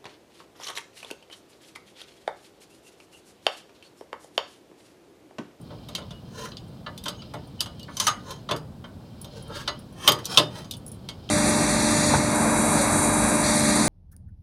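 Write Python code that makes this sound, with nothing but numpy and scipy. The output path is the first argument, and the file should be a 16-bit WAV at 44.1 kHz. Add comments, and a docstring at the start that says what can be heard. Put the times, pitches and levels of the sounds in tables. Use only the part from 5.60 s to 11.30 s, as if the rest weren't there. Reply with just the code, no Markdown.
"""A concrete drive outdoors, close to a parked truck: a steel safety chain is hooked onto its hitch.
Behind it lies a low rumble with a little hiss, made of coloured noise; the chain's links rub faintly.
Slack links tink as thin damped tones; the hook squeaks in wavering tones and scrapes as strewn tiny slips.
The hook knocks on the receiver and drops home with two loud clanks, the first with one very high thin ring;
damped modes and dense noise ring after each blow, and the truck's body panels boom under four of them."""
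import sys
import numpy as np
from scipy import signal
from scipy.fft import rfft, irfft
from scipy.io import wavfile

SR = 44100
rng = np.random.default_rng(int(sys.argv[2]) if len(sys.argv) > 2 else 0)


def master(y):
    """Save y as 16-bit WAV."""
    cut = np.clip(np.atleast_2d(y).T, -1, 1)
    pcm = np.round(cut * 32767)  # scale
    wavfile.write(sys.argv[1], SR, pcm.astype(np.int16))


N = 251370   # length [samples]
RING_S = 0.5   # time allowed for each contact to ring [s]
MODE_SPREAD_DB = 2.0   # how much each mode's strength differs from one contact to the next [dB]


def from_db(db):
    """Decibels to gain."""
    return 10 ** (np.asarray(db) / 20)


def rms_one(x):
    """Scale to unit rms."""
    return x / np.sqrt(np.mean(x ** 2) + 1e-20)


def band(x, low_hz, high_hz):
    """Steep causal band-pass; the upper edge stays below 0.45 of the sample rate."""
    edges = [low_hz, min(high_hz, 0.45 * SR)]
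    return signal.sosfilt(signal.butter(4, edges, "band", fs=SR, output="sos"), x + 1e-18)


def coloured(x, spectrum, ripple_db=0, ripple_hz=110):
    """Give a steady signal a spectrum, with chance peaks and dips where crowded modes add or cancel; rms 1."""
    hz, db = np.transpose(spectrum)
    bins_hz = np.maximum(np.arange(len(x) // 2 + 1) * SR / len(x), 1)
    ripple = np.interp(bins_hz / ripple_hz, np.arange(1000), rng.standard_normal(1000))
    gain_db = np.interp(np.log(bins_hz), np.log(hz), db) + ripple_db * ripple
    return rms_one(irfft(rfft(x) * from_db(gain_db), len(x)))


def dying(t, t60):
    """Exponential decay, 60 dB down after t60 seconds."""
    return np.exp(-np.log(1000) * t / t60)


def ring(modes, t, spread_db, twin_db=-6, detune=0.0079):
    """Damped sines, weighted differently at every contact; each beats against a weaker near twin."""
    hz, db, t60 = np.transpose(modes)[:, :, None]
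    strength = from_db(db + spread_db * rng.standard_normal(hz.shape))
    strength = strength * rng.choice([-1, 1], hz.shape)
    twin_hz = hz * (1 + detune * rng.standard_normal(hz.shape))
    tone = np.sin((2 * np.pi * hz * t).astype(np.float32))
    twin = np.sin((2 * np.pi * twin_hz * t).astype(np.float32))
    return np.sum(strength * (tone + from_db(twin_db) * twin) * dying(t, t60), axis=0)


def favour(modes, favoured_hz, favour_db, width):
    """The point of contact drives the modes near one pitch hardest; width is in log pitch."""
    hz, db, t60 = np.transpose(modes)
    nearness = np.exp(-(np.log(hz / favoured_hz) / width) ** 2)
    return np.transpose([hz, db + favour_db * nearness, t60])


def uneven(size, spread_db, per_s):
    """A gain that wanders at random, per_s new values a second."""
    steps = rng.standard_normal(4000)
    return from_db(spread_db * np.interp(np.arange(size) / SR * per_s, np.arange(len(steps)), steps))


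def stressed(x, hz, q, db):
    """Add a resonance to a steady signal of rms 1."""
    resonance = signal.lfilter(*signal.iirpeak(hz, q, fs=SR), x)
    return x + from_db(db) * rms_one(resonance)


def add(out, s, sound):
    """Mix a sound in at a time in seconds."""
    start = max(round(s * SR), 0)
    out[start:start + len(sound)] += sound[:max(N - start, 0)]


# colour of the open air around the drive: (frequency [Hz], relative density [dB per Hz])
AIR_COLOUR = [(13, -46), (22, -16), (100, 1.5), (189, 0), (420, -14.5), (496, -13.5), (636, -16),
              (710, -17.5), (1490, -29), (1970, -36), (4500, -35), (6270, -43), (8490, -41.5), (11500, -45),
              (16000, -47)]
AIR_DB = -42.5   # rms level
SWELL_AT_S, SWELL_WIDTH_S, SWELL_DB = 3.95, 0.18, -45


def outdoors():
    """Steady distant rumble with a little hiss, as coloured noise; its lowest part swells once."""
    t = np.arange(N) / SR
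    swell = from_db(SWELL_DB) * np.exp(-((t - SWELL_AT_S) / SWELL_WIDTH_S) ** 2)
    deep = rms_one(band(rng.standard_normal(N), 40, 127)) * swell
    return from_db(AIR_DB) * coloured(rng.standard_normal(N), AIR_COLOUR) + deep


# modes of the receiver and frame: (frequency [Hz], relative level [dB], t60 [s])
RECEIVER_MODES = [(452.2, -2, 0.34), (566.3, 3, 0.18), (599.6, 4, 0.27), (681, -8.5, 0.21),
                  (935, -5.5, 0.21), (1041, 2, 0.12), (1127, -7.5, 0.24), (1226, -8.5, 0.28),
                  (1310, -3, 0.11), (1402, 1.5, 0.095), (1508, -10, 0.3), (1736, -11.5, 0.2),
                  (1980, -8, 0.17), (2192, -5.5, 0.15)]
# modes of the hook and its nearest links: (frequency [Hz], relative level [dB], t60 [s])
HOOK_MODES = [(2430, -8.5, 0.13), (2950, -5.5, 0.28), (3145, 4.5, 0.11), (3222, -14, 0.12),
              (3400, -26, 0.12), (3630, -12.5, 0.22), (3500, -3.5, 0.094), (3740, 7, 0.046),
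              (4060, 0, 0.13), (4470, 0.5, 0.092), (4765, 3, 0.014), (4820, -12.5, 0.12),
              (4880, -12.5, 0.19), (5740, -25, 0.0338), (6000, -4.5, 0.038), (5600, -7, 0.037),
              (6400, -24.5, 0.17), (6510, -15, 0.14), (7280, -15.5, 0.061), (8650, -10.5, 0.11),
              (9000, -21.5, 0.14), (9360, 11.5, 0.096), (10000, 8, 0.029), (9800, -20.5, 0.35),
              (12100, 0.5, 0.053), (12300, -7, .06), (13600, -21.5, 0.11), (14600, -7.5, 0.066)]
# colour of sliding steel: (frequency [Hz], relative density [dB per Hz])
SLIDE_COLOUR = [(180, -47.5), (300, 14), (574, -2.5), (713, -7), (1030, -2), (1210, -5.5), (1410, -5.5),
                (2360, -13.5), (3190, -7), (4090, -10.5), (6100, -10), (7440, -19.5), (8500, -16.5),
                (12900, -27), (16000, -23)]


def friction(size, per_s, modes_db, ripple_db, smear_t60=0.061):
    """Tiny slips of steel on steel, each ringing briefly in hook and receiver; rms 1."""
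    slips = (rng.random(size) < per_s / SR) * rng.standard_normal(size)
    t = np.arange(SR // 5) / SR
    grit = rms_one(rng.standard_normal(len(t)) * dying(t, smear_t60))
    ringing = rms_one(ring(RECEIVER_MODES, t, MODE_SPREAD_DB) + ring(HOOK_MODES, t, MODE_SPREAD_DB))
    rub = signal.fftconvolve(slips, grit + from_db(modes_db) * ringing)[:size]
    return coloured(rub, SLIDE_COLOUR, ripple_db)


# faint rubbing of the carried chain: (time [s], relative level [dB])
STIR_LEVELS = [(0.0, -58.5), (0.32, -54), (0.46, -54), (1.27, -62), (1.49, -52), (1.87, -56), (2.6, -52.5),
               (3.22, -70.5), (3.49, -59), (3.83, -50.5), (4.05, -51), (4.19, -54.5), (4.43, -63.5),
               (4.62, -55), (4.98, -56.5), (5.18, -64), (5.41, -60.5), (5.7, -51)]
STIR_WAVER_DB, STIR_WAVERS_PER_S = 2, 15


def stirring(level_db=-4.5):
    """The links rub faintly as long as the chain is held: many small slips, wavering in level."""
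    s, db = np.transpose(STIR_LEVELS)
    slips = friction(size=N, per_s=1600, modes_db=-3.5, ripple_db=0.0, smear_t60=0.08)
    rub = rms_one(band(slips, 2600, 5550))
    level = from_db(np.interp(np.arange(N) / SR, s, db) + level_db)
    return rub * uneven(N, STIR_WAVER_DB, STIR_WAVERS_PER_S) * level


# link on link: (time [s], relative level [dB], favoured mode [Hz])
TINKS = [(0.014, -40, 8770), (1.081, -50, 8770), (1.8726, -42, 5430), (3.6147, -25.5, 9800),
         (3.8242, -34.5, 10100), (3.8796, -39, 8630), (4.1914, -34, 5600), (4.326, -41.5, 10100),
         (5.1677, -31.5, 10000), (5.2642, -25.5, 10100), (5.2794, -27, 10100), (5.3168, -28.5, 10100),
         (5.3445, -40.5, 9940)]
# modes of a link: (frequency [Hz], relative level [dB], t60 [s])
LINK_MODES = [(5480, -14.5, 0.16), (8740, 1.5, 0.084), (9500, -10, .07), (10070, 1, 0.077),
              (11820, -10, .07), (14310, -11, .08), (15100, -9, .07)]


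def links(level_db=-21, tick_db=3, tick_t60=0.05):
    """Small links touch: a noisy tick and a thin high ring of damped modes."""
    t, out = np.arange(int(RING_S * SR)) / SR, np.zeros(N)
    for s, db, hz in TINKS:
        tick = band(rng.standard_normal(len(t)) * dying(t, tick_t60), 5600, 13000)
        tones = ring(favour(LINK_MODES, hz, favour_db=6.5, width=0.07), t, MODE_SPREAD_DB)
        add(out, s, from_db(db + level_db) * (tones + from_db(tick_db) * tick))
    return out


# blows that shake the truck's body: (time [s], relative level [dB])
THUDS = [(1.74, -41.5), (2.914, -33.5), (4.479, -30), (4.774, -29)]
# body panels: (frequency [Hz], relative level [dB], t60 [s])
PANEL_MODES = [(119.9, -1.5, 0.47), (154.4, -0.5, 0.44), (201.6, 0.5, 0.19), (291, -0.5, 0.28),
               (302, -16, 0.12)]


def body(build_s=0.0057, level_db=-3):
    """Panels boom briefly under some blows: low damped modes that take a moment to build up."""
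    t, out = np.arange(int(RING_S * SR)) / SR, np.zeros(N)
    build = 1 - np.exp(-t / build_s)
    for s, db in THUDS:
        add(out, s, from_db(db + level_db) * ring(PANEL_MODES, t, MODE_SPREAD_DB) * build)
    return out


# thin tones of the steel: the hook squeaks, and one very high ring sounds with the loud clank:
# (time [s], length [s], pitch [Hz], peak level [dB])
THIN_TONES = [(0.489, 0.13, 2915, -53.5), (1.555, 0.067, 6510, -57), (1.583, 0.036, 2965, -45.5),
              (1.989, 0.033, 2980, -35), (2.19, 0.064, 2912, -48), (4.475, .025, 13980, -21)]


def thin_tones(waver=0.0014):
    """The steel sings at one pitch: a sine that swells and fades, wavering more the higher it lies."""
    t, out = np.arange(int(RING_S * SR)) / SR, np.zeros(N)
    for s, length_s, hz, db in THIN_TONES:
        wander = np.cumsum(rng.standard_normal(len(t))) * waver * hz / np.sqrt(SR)
        swell = np.sin(np.pi * np.minimum(t / length_s, 1))
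        add(out, s, from_db(db) * swell * np.sin(2 * np.pi * hz * t + wander))
    return out


# hook sliding on the receiver: (time of full pressure [s], held [s], relative frame level [dB],
# relative hook level [dB], groan of the receiver [Hz], rasp of the hook [Hz])
SLIDES = [(0.785, 0.062, -39, -42, 1400, 6300), (2.427, 0.03, -44, -32.5, 1220, 6300),
          (2.705, 0.0044, -38.5, -43.5, 1220, 6500), (3.773, 0.0033, -41, -47.5, 586, 4200),
          (3.914, 0.005, -40.5, -77, 593, 3600), (3.973, .024, -37.5, -38, 1220, 3400),
          (4.452, 0.042, -35.5, -34, 1220, 3150), (4.718, 0.069, -36, -32.5, 1140, 3400),
          (4.963, 0.038, -41.5, -45, 610, 4000)]
# a stroke swells as the hand presses, and fades as it lets go
PRESS_DB_PER_S, RELEASE_DB_PER_S = 273.5, 260
# sliding steel catches and lets go
CATCH_DB, CATCHES_PER_S = 1.8, 130


def scraping(frame_db=-1, hook_db=-1):
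    """The hook drags over the receiver in short strokes, each on a different spot: it swells, holds and fades."""
    out = np.zeros(N)
    t = np.arange(SR) / SR - 0.25   # zero when full pressure is reached
    for s, held_s, low_db, high_db, groan_hz, rasp_hz in SLIDES:
        rub = friction(size=len(t), per_s=3200, modes_db=-8, ripple_db=3.5)
        groan = rms_one(band(stressed(rub, groan_hz, q=1.3, db=0.5), 376, 2000))
        rasp = rms_one(band(stressed(rub, rasp_hz, q=15.0, db=-17), 2190, 15000))
        stroke = groan * from_db(low_db + frame_db) + rasp * from_db(high_db + hook_db)
        press_db = PRESS_DB_PER_S * np.minimum(t, 0)
        release_db = RELEASE_DB_PER_S * np.maximum(t - held_s, 0)
        pressure = from_db(press_db - release_db)
        add(out, s + t[0], pressure * uneven(len(t), CATCH_DB, CATCHES_PER_S) * stroke)
    return out


# the steel is loudest around its favoured mode: boost in the hook and in the frame's deep range, width in log pitch
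CONTACT_DB, DEEP_CONTACT_DB, CONTACT_WIDTH = 7, 12.5, 0.37


def contact(hz, favoured_hz):
    """Nearness, 0-1, to the mode that the point of contact favours."""
    return np.exp(-(np.log(hz / favoured_hz) / CONTACT_WIDTH) ** 2)


# how the steel answers, by frequency range: (low edge [Hz], high edge [Hz], relative crack level [dB],
# build-up [s], tail t60 [s], level of ringing modes against the clatter [dB])
RANGES = [(271.6, 864, -5.5, 0.0084, 0.36, -1), (745, 2260, 6.5, 0.0096, 0.28, 1.5),
          (2660, 5270, 7, 0.0028, .15, -1), (5055, 6930, 3, 0.0059, 0.088, 6),
          (7650, 11570, 1, 0.0016, 0.055, -8), (11620, 35000, -14, 0.0021, .11, 15.5)]
# a blow with the hook's thick bow rings low and drives the frame's deep modes;
# towards the tip it rings higher and weighs less
BOW_HZ, DEEP_DB, TIP_LOSS_DB_PER_OCTAVE = 3780, -5.5, 19


def blow_levels(frame_db, hook_db, db_per_octave, receiver_hz, hook_hz):
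    """The frame takes the lowest two ranges, the hook the rest, tilted by the hardness of the contact."""
    deep_hz, _, *hook_centres = [np.sqrt(low * high) for low, high, *_ in RANGES]
    hook_centres = np.array(hook_centres)
    tip_octaves = max(np.log2(hook_hz / BOW_HZ), 0)
    deep_db = frame_db + DEEP_DB - TIP_LOSS_DB_PER_OCTAVE * tip_octaves
    deep_db = deep_db + DEEP_CONTACT_DB * contact(deep_hz, receiver_hz)
    treble_db = hook_db + db_per_octave * np.log2(hook_centres / hook_centres[0])
    treble_db = treble_db + CONTACT_DB * contact(hook_centres, hook_hz)
    return [deep_db, frame_db, *treble_db]


# colour of the dense, unresolved ringing: (frequency [Hz], relative density [dB per Hz])
CLATTER_COLOUR = [(150, -38), (250, -2), (586, -6.5), (775, -8), (1200, -2.5), (1640, -9), (2400, -12.5),
                  (3060, -8), (3340, -8), (3650, -6.5), (6360, -25.5), (7310, -15), (12500, -26.5),
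                  (14400, -19.5), (16000, -56)]


def clank(levels_db, receiver_hz, hook_hz, crack_t60=0.087, linger_db=-21, linger_t60=0.36,
          snap_db=7, snap_t60=0.0085, glance_range_db=15):
    """One blow: a crack in the hook, its modes, then dense ringing that spreads through the frame."""
    t = np.arange(int(RING_S * SR)) / SR
    tones = ring(favour(RECEIVER_MODES, receiver_hz, favour_db=12, width=0.09), t, MODE_SPREAD_DB)
    tones = tones + ring(favour(HOOK_MODES, hook_hz, favour_db=20, width=0.037), t, MODE_SPREAD_DB)
    dense = coloured(rng.standard_normal(len(t)), CLATTER_COLOUR, ripple_db=3.5)
    # a glancing blow hardly moves the receiver and spends itself in a short snap
    glancing = np.clip((levels_db[2] - levels_db[1]) / glance_range_db, 0, 1)
    snap = 1 + glancing * from_db(snap_db) * dying(t, snap_t60)
    attack = t < 0.025   # each range's level is set over this opening
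    out = 0
    for level_db, (low_hz, high_hz, crack_db, build_s, t60, modes_db) in zip(levels_db, RANGES):
        crack = from_db(crack_db) * dying(t, crack_t60)
        build = 1 - np.exp(-t / build_s)   # the heavy frame is slow to take up the blow
        tail = dying(t, t60) + from_db(linger_db) * dying(t, linger_t60)
        clatter = band(dense * snap * (crack + build * tail), low_hz, high_hz)
        ringing = band(tones * snap * (1 - np.exp(-2 * t / build_s)), low_hz, high_hz)
        part = rms_one(clatter) + from_db(modes_db) * rms_one(ringing)
        out = out + from_db(level_db) * part / np.std(part[attack])
    return out


# hook on hitch: (time [s], frame level [dB], hook level before tilt and contact boost [dB],
# brightness [dB per octave], favoured receiver mode [Hz], favoured hook mode [Hz])
CLANKS = [(0.104, -51.5, -62.5, -21, 483, 2800), (0.286, -50.5, -55.5, -1, 680, 3760),
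          (0.3504, -46, -37, -5.5, 2300, 3070), (0.38, -45.5, -53.5, -4, 680, 2870),
          (0.416, -55, -60.5, -14, 1030, 3530), (0.507, -52.5, -54, -7, 690, 3570),
          (0.853, -42.5, -59, 0, 1410, 6010), (0.918, -57, -53.5, -24, 1200, 4200),
          (0.969, -77, -49.5, -9.5, 2050, 4670), (1.263, -37, -48.5, -26, 1730, 4320),
          (1.377, -67, -52, -1.5, 1100, 3490), (1.438, -60, -55.5, 2.5, 1030, 3680),
          (1.457, -36, -41.5, -7, 980, 3070), (1.482, -41.5, -38, -3.5, 1200, 2800),
          (1.6197, -54, -54, -16, 1290, 4680), (1.737, -40, -57, -1, 695, 3400),
          (2.0057, -42.5, -34.5, -1.5, 1220, 4654), (2.058, -46, -50.5, -5, 1220, 3040),
          (2.195, -89.5, -55, -4.5, 1880, 2870), (2.23, -78, -57, -3, 960, 4460),
          (2.281, -43, -80, -8, 1750, 4900), (2.3685, -46, -40.5, -4, 1000, 6150),
          (2.399, -32, -30, -4, 1040, 6150), (2.4675, -22.5, -28, -4.5, 1236, 6160),
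          (2.476, -29, -35, -5, 1240, 6460), (2.708, -50, -49, -2, 1490, 3180),
          (2.889, -33.5, -45.5, -10, 970, 3900), (2.9098, -29, -37.5, -6.5, 705, 3460),
          (2.962, -51, -54, 0.5, 1020, 4700), (3.241, -46, -58, -13, 1590, 3100),
          (3.644, -56, -56.5, -1, 596, 3660), (4.076, -31, -35, -10, 1890, 4240),
          (4.476, -19.5, -19.5, -5, 1210, 3140), (4.486, -32, -31, -12, 1240, 3240),
          (4.519, -39, -36, 0.5, 1240, 3160), (4.587, -46.5, -53.5, -2.5, 1210, 3210),
          (4.645, -57, -52.5, -4, 1030, 3960), (4.6545, -68, -42, 0, 1430, 5860),
          (4.773, -22, -19, -7, 1100, 3550), (4.783, -29, -30.5, -4, 670, 3620),
          (5.044, -55.5, -58, -6, 1140, 5150), (5.11, -82, -45, 0, 940, 3690),
          (5.137, -60, -50.5, -4.5, 940, 3500), (5.4878, -47.5, -44, -5.5, 2190, 3290),
          (5.69, -54, -44.5, -13, 1370, 3130)]


def hook():
    """All knocks of the hook on the hitch, each shared out between frame and hook."""
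    out = np.zeros(N)
    for s, frame_db, hook_db, db_per_octave, receiver_hz, hook_hz in CLANKS:
        levels_db = blow_levels(frame_db, hook_db, db_per_octave, receiver_hz, hook_hz)
        add(out, s, clank(levels_db, receiver_hz, hook_hz))
    return out


def scene():
    """Hook, chain and truck close by, in the open air; one channel."""
    background = outdoors() + stirring()
    chain_and_truck = links() + body()
    hitching = thin_tones() + scraping() + hook()
    return (background + chain_and_truck + hitching)[None]


def record(dry):
    """One microphone channel: the deepest rumble is cut, the loudest peaks are rounded and the top is cut."""
    lean = signal.sosfilt(signal.butter(4, 34, "high", fs=SR, output="sos"), dry)
    rounded = lean / (1 + lean ** 6) ** (1 / 6)
    return signal.sosfilt(signal.ellip(10, 0.1, 70, 16200, fs=SR, output="sos"), rounded)


dry = scene()
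out = record(dry)
master(out)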